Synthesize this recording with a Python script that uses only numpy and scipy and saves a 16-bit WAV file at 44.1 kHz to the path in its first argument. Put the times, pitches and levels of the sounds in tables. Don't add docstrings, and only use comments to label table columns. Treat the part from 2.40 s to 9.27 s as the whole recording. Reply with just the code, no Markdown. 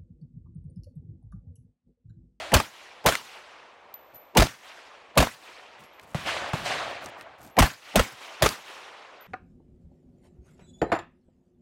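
import sys
import numpy as np
from scipy import signal
from scipy.fft import rfft, irfft
from scipy.io import wavfile
from scipy.ndimage import uniform_filter1d

SR = 44100
rng = np.random.default_rng(int(sys.argv[2]) if len(sys.argv) > 2 else 0)


def transcribe(signal):
    frames = np.atleast_2d(signal).T
    limited = np.clip(frames, -1, 1)
    pcm = np.round(limited * 32767).astype(np.int16)
    wavfile.write(sys.argv[1], SR, pcm)


N = 302967

# frequency in Hz, level in dB.
BODY_COLOUR = [(20, -26), (55, -4), (110, 2.5), (160, -1.5), (230, 0), (380, -9.5), (1000, -44),
               (3000, -73.5)]
# frequency in Hz, level in dB.
FAR_HILL_COLOUR = [(24, -52), (50, -16.5), (100, -12), (160, -27), (330, -9.5), (460, -13.5), (560, -1.5),
                   (700, -0.5), (900, -7), (1200, -5), (3000, -9), (4200, -13), (5500, -19.5),
                   (8500, -24.5), (16000, -46)]


def close_shots():
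    # start in seconds, stance, then levels in dB of the blast, slaps,
    # shove, body, bay tail, reversed burst and hill echo. Surfaces below offset the slaps and shove.
    shots = [(0.1389, "open", 8.5, 3, -5, -15, -19, -2.5, -46),
             (0.6615, "open", -1, 2, -16.5, -33, -17.5, -13, -45),
             (1.9708, "fence", 9, 2.5, 0.5, -3, -13, -7.5, -46),
             (2.7747, "fence", 2, -1, -10, -9.5, -16.5, -16.5, -47),
             (5.1878, "window", 4.5, 6, 0, -8, -13.5, -4.5, -44),
             (5.5571, "window", -2.5, -1, -8, -15.5, -19.5, -20.5, -42.5),
             (6.0226, "window", -2, -1, -16.5, -18.5, -18.5, -21.5, -43.5)]
    surfaces = {"open": [(0.012, -17, 0.5), (0.025, -11.5, -12), (0.062, -21.5, -39)],
                "fence": [(0.011, -8, 0.5), (0.028, -7.5, -2.5), (0.0505, -8.5, -9.5)],
                "window": [(0.0155, -18.5, -2), (0.0372, -6, -1.5)]}
    hill_from = {"open": (0.19, 0.75), "fence": (0.25, 0.85), "window": (0.25, 0.83)}
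    # frequency in Hz, level in dB.
    blast_colour = [(30, -31.5), (130, -3), (250, 3), (400, -13.5), (540, 6.5), (900, 0.5), (1500, -10),
                    (3000, -11.5), (5000, -15), (9000, -19), (16000, -26)]
    slap_colour = [(30, -28.5), (150, -7), (350, -9.5), (550, 8.5), (1000, -0.5), (1400, -4), (2800, -10),
                   (5000, -16.5), (7000, -17), (10000, -24.5), (16000, -28)]
    reversed_colour = [(40, -6), (250, -7.5), (550, -5), (900, -3.5), (1400, -38), (3000, -29),
                       (4500, -58.5), (9000, -76)]
    bay_colour = [(30, -16.5), (120, -6.5), (330, -4.5), (600, -2.5), (1200, 1.5), (2500, -3), (4500, -11),
                  (7000, -15), (10000, -19.5), (16000, -22.5)]
    hill_colour = [(24, -71.5), (100, -25), (180, -27.5), (340, -10.5), (580, -6), (1000, -2.5), (1600, -4),
                   (2700, -2.5), (4000, -8), (8800, -19.5), (16000, -28)]
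    # frequency in Hz, t60 in seconds.
    bay_t60 = [(60, 0.42), (500, 0.29), (2500, 0.33), (6000, 0.42), (15000, 0.36)]
    hill_t60 = [(60, 1.7), (600, 8.3), (2500, 3.1), (6000, 2.11), (14000, 0.76)]
    click_lead_s, click_db, click_hz, click_t60_s = 0.02, -27, 2230, 0.07
    shove_lag_s, shove_hz, shove_t60_s = 0.0038, 61.8, 0.06

    out = np.zeros(N)
    for s, stance, blast_db, slaps_db, shove_db, body_db, tail_db, reversed_db, echo_db in shots:
        click = knock(reversed_db + click_db, click_hz, click_t60_s)
        add(out, s - click_lead_s, click)

        reversed_burst = burst(reversed_colour, reversed_db, t60=0.037, size=2048)[::-1]
        reversed_burst = low_cut(reversed_burst, hz=149)
        add(out, s - len(reversed_burst) / SR, reversed_burst)

        add(out, s, shocks(blast_colour, blast_db, t60=0.037))
        add(out, s + 0.006, burst(BODY_COLOUR, body_db, t60=0.16))

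        for delay, slap_db, push_db in surfaces[stance]:
            add(out, s + delay, shocks(slap_colour, slaps_db + slap_db, t60=0.044))
            shove = swing(shove_db + push_db, shove_hz, shove_t60_s)
            add(out, s + delay + shove_lag_s, shove)

        bay = scatter(bay_colour, bay_t60, patchy_db=2.5, flutter_db=1.0, frames=60)
        add(out, s, amp(tail_db) * low_cut(bay, hz=120))

        round_trip, length = hill_from[stance]
        echo = hill_echo(hill_colour, hill_t60, round_trip, spread=0.026, early_db=-9, length=length)
        add(out, s, amp(echo_db) * echo)
    return out


def far_shots():
    # start in seconds, then levels in dB of the
    shots = [(3.746, -27.5, -13, -37.5, -26.5), (4.1336, -23, -14, -35, -26)]
    # frequency in Hz, level in dB.
    crack_colour = [(30, -28), (200, -16), (700, 4), (1500, -8.5), (3200, -19), (4500, -30), (8000, -26),
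                    (16000, -53)]
    bay_colour = [(20, -41), (60, -3), (150, 1.5), (300, -9.5), (600, -20), (1000, -7.5), (2500, -8.5),
                  (8000, -25), (16000, -35)]
    # frequency in Hz, t60 in seconds.
    hill_t60 = [(60, 2.1), (600, 1.69), (1500, 1.61), (3000, 1.29), (6000, 1.05), (14000, 0.63)]

    out = np.zeros(N)
    for s, crack_db, thump_db, tail_db, echo_db in shots:
        add(out, s, burst(crack_colour, crack_db, t60=0.066))

        thump = swing(thump_db, hz=152, t60=0.035)
        add(out, s + 0.003, -0.55 * thump)
        add(out, s + 0.0063, 0.42 * thump)

        add(out, s, burst(bay_colour, tail_db, t60=1.0, size=32768))
        echo = hill_echo(FAR_HILL_COLOUR, hill_t60, delay=0.12, spread=0.015, early_db=-19.5)
        add(out, s, amp(echo_db) * echo)
    return out


def knocks():
    # start in seconds, level in dB, centre in Hz.
    landings = [(0.7531, -13, 2330), (2.069, -17, 1080), (2.8713, -17.5, 1038), (3.597, -39, 2300),
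                (4.660, -33.5, 6150), (4.811, -31.5, 2070), (6.0902, -19, 5500)]
    out = np.zeros(N)
    for s, db, hz in landings:
        add(out, s, knock(db, hz, t60=0.011))
    return out


def cases():
    # start in seconds, ring level in dB, lower mode in Hz, t60 in seconds.
    strikes = [(1.54, -30.5, 12060, 0.057), (1.745, -43.5, 12020, 0.31), (3.45, -64, 11320, 0.19),
               (3.53, -66, 12130, 0.37), (5.031, -55, 11700, 0.18), (5.11, -62, 12200, 0.28),
               (6.809, -48.5, 12100, 0.14)]
    tick_db, tick_hz, tick_t60_s = -11, 4470, 0.012
    linger_db, linger_t60_s = -24.5, 0.7

    out, t = np.zeros(N), clock(0.43)
    for s, db, hz, t60 in strikes:
        lower = np.sin(2 * np.pi * hz * t)
        upper = 0.39 * np.sin(2 * np.pi * (hz + 55) * t)
        fade = dying(t, t60) + amp(linger_db) * dying(t, linger_t60_s)
        onset = 1 - np.exp(-t / 0.0019)
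        add(out, s, amp(db) * (lower + upper) * fade * onset)
        add(out, s, knock(db + tick_db, tick_hz, tick_t60_s))
    return out


def gravel(count=10):
    # start in seconds, level in dB, length of the press in seconds.
    steps = [(1.728, -59, 0.048), (3.647, -59.5, 0.15), (4.612, -51.5, 0.095), (4.759, -61, 0.089),
             (4.975, -54.5, .15), (5.712, -51.5, 0.041)]
    move_from_s, move_to_s = 3.25, 4.7

    out = np.zeros(N)
    for s, db, length in steps:
        add(out, s, footfall(db, length))
    for share in (np.arange(count) + rng.random(count)) / count:
        s = move_from_s + share * (move_to_s - move_from_s)
        add(out, s, footfall(db=-59, length=0.065))
    return out


def footfall(db, length, grains_per_s=500, spread_db=2.5, size=8192):
    # frequency in Hz, level in dB.
    stone_colour = [(100, -1), (800, 7), (2000, -3), (4000, -7), (7000, -3.5), (10000, -7), (16000, -11.5)]
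    t = np.arange(size) / SR
    press = np.sin(np.pi * np.minimum(t / length, 1))
    hits = rng.random(size) < grains_per_s / SR
    strengths = amp(spread_db * np.minimum(rng.exponential(1, size), 4))
    grains = signal.fftconvolve(hits * strengths, dying(t, t60=0.018))[:size]
    crunch = tint(grains * rng.standard_normal(size), stone_colour)
    thud = noise(BODY_COLOUR, size)
    return amp(db) * press * (crunch + thud)


def earlier_echo():
    return burst(FAR_HILL_COLOUR, db=-35.5, t60=1.0)


def outdoor_air():
    # frequency in Hz, level in dB.
    air_colour = [(20, -42), (60, -10.5), (110, -17.5), (300, -11.5), (570, 0), (1100, -3.5), (1500, -14.5),
                  (2400, -12), (4500, -26), (8000, -35), (16000, -54)]
    return amp(-56.5) * noise(air_colour, N)


def hill_echo(colour, t60s, delay, spread, early_db, length=1):
    t60s = [(hz, t60 * length) for hz, t60 in t60s]
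    echo = scatter(colour, t60s, patchy_db=2.0, flutter_db=-0.5, frames=300, delay=delay)
    t = np.arange(len(echo)) / SR
    arrival = (1 + np.tanh((t - delay) / spread)) / 2
    return low_cut(echo, hz=85) * (arrival + amp(early_db) * (1 - arrival))


def scatter(colour, t60s, patchy_db, flutter_db, frames, delay=0):
    size, hop = 512, 256
    hz = np.fft.rfftfreq(size, 1 / SR)
    t = np.arange(frames)[:, None] * hop / SR
    re, im, patches = rng.standard_normal((3, frames, len(hz)))
    patches = uniform_filter1d(patches, size=14, axis=1)
    patches = uniform_filter1d(patches, size=3, axis=0)
    flutter = uniform_filter1d(rng.standard_normal(frames), size=2)[:, None]
    level_db = read(colour, hz) + patchy_db * patches / patches.std() + flutter_db * flutter
    spectra = (re + 1j * im) * amp(level_db)
    fade = dying(np.maximum(t - delay, 0), read(t60s, hz))
    window = np.sin(np.pi * np.arange(size) / size)
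    grains = irfft(spectra * fade) * window
    overlapped = grains[:-1, hop:] + grains[1:, :hop]
    return overlapped.ravel() / irfft(spectra).std()


def shocks(colour, db, t60, ragged_db=4.0, bounce=0.49, size=4096):
    lumps = uniform_filter1d(rng.standard_normal(size), size=60)
    fronts = rng.standard_normal(size) * amp(ragged_db * lumps / lumps.std())
    for lag in rng.integers([15, 60], [50, 150]):
        fronts = fronts + bounce * np.roll(fronts, lag)
    return amp(db) * tint(fronts, colour) * dying(np.arange(size) / SR, t60)


def swing(db, hz, t60):
    t = clock(0.2)
    return -amp(db) * np.sin(2 * np.pi * hz * t) * dying(t, t60)


def knock(db, hz, t60):
    # multiple of the centre frequency, level in dB.
    resonance = [(.05, -30), (.5, -15), (.85, -4.5), (1.1, -10), (1.6, -17.5), (3, -25), (14, -41.5)]
    colour = [(multiple * hz, level) for multiple, level in resonance]
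    return burst(colour, db, t60, size=4096)


def burst(colour, db, t60, size=8192):
    return amp(db) * noise(colour, size) * dying(np.arange(size) / SR, t60)


def noise(colour, size):
    return tint(rng.standard_normal(size), colour)


def tint(x, colour):
    hz = np.fft.rfftfreq(len(x), 1 / SR)
    y = irfft(rfft(x) * amp(read(colour, hz)), len(x))
    return y / y.std()


def low_cut(x, hz):
    return signal.sosfilt(signal.butter(2, hz, "highpass", fs=SR, output="sos"), x)


def dying(t, t60):
    return np.exp(-np.log(1000) * t / np.maximum(t60, 1e-3))


def amp(db):
    return 10 ** (np.asarray(db) / 20)


def read(points, hz):
    f, value = np.transpose(points)
    return np.interp(np.log(hz + 1), np.log(f + 1), value)


def clock(seconds):
    return np.arange(int(seconds * SR)) / SR


def add(mix, s, sound):
    start = round(s * SR)
    sound = sound[max(-start, 0):]
    part = mix[max(start, 0):][:len(sound)]
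    part += sound[:len(part)]


def scene():
    out = close_shots() + far_shots() + knocks() + cases() + gravel() + outdoor_air()
    add(out, 0, earlier_echo())
    return low_cut(out, hz=27.5)[None]


def record(dry, ceiling=0.27, duck_db=9, duck_s=0.31):
    sound = dry[0]
    clipped = sound / (1 + np.square(sound / ceiling) ** 4) ** (1 / 8)

    lag = np.sin(np.pi * np.minimum(clock(0.5) / duck_s, 1)) ** 2
    overloaded = 1.0 * (abs(sound) > ceiling)
    overload_s = signal.oaconvolve(overloaded, lag)[:N] / SR
    ducked = clipped * amp(-duck_db * np.tanh(overload_s / 0.033))

    band_limit = signal.firwin(255, 16000, window=("kaiser", 9), fs=SR)
    return signal.oaconvolve(ducked, band_limit, "same")[None]


dry = scene()
out = record(dry)
transcribe(out)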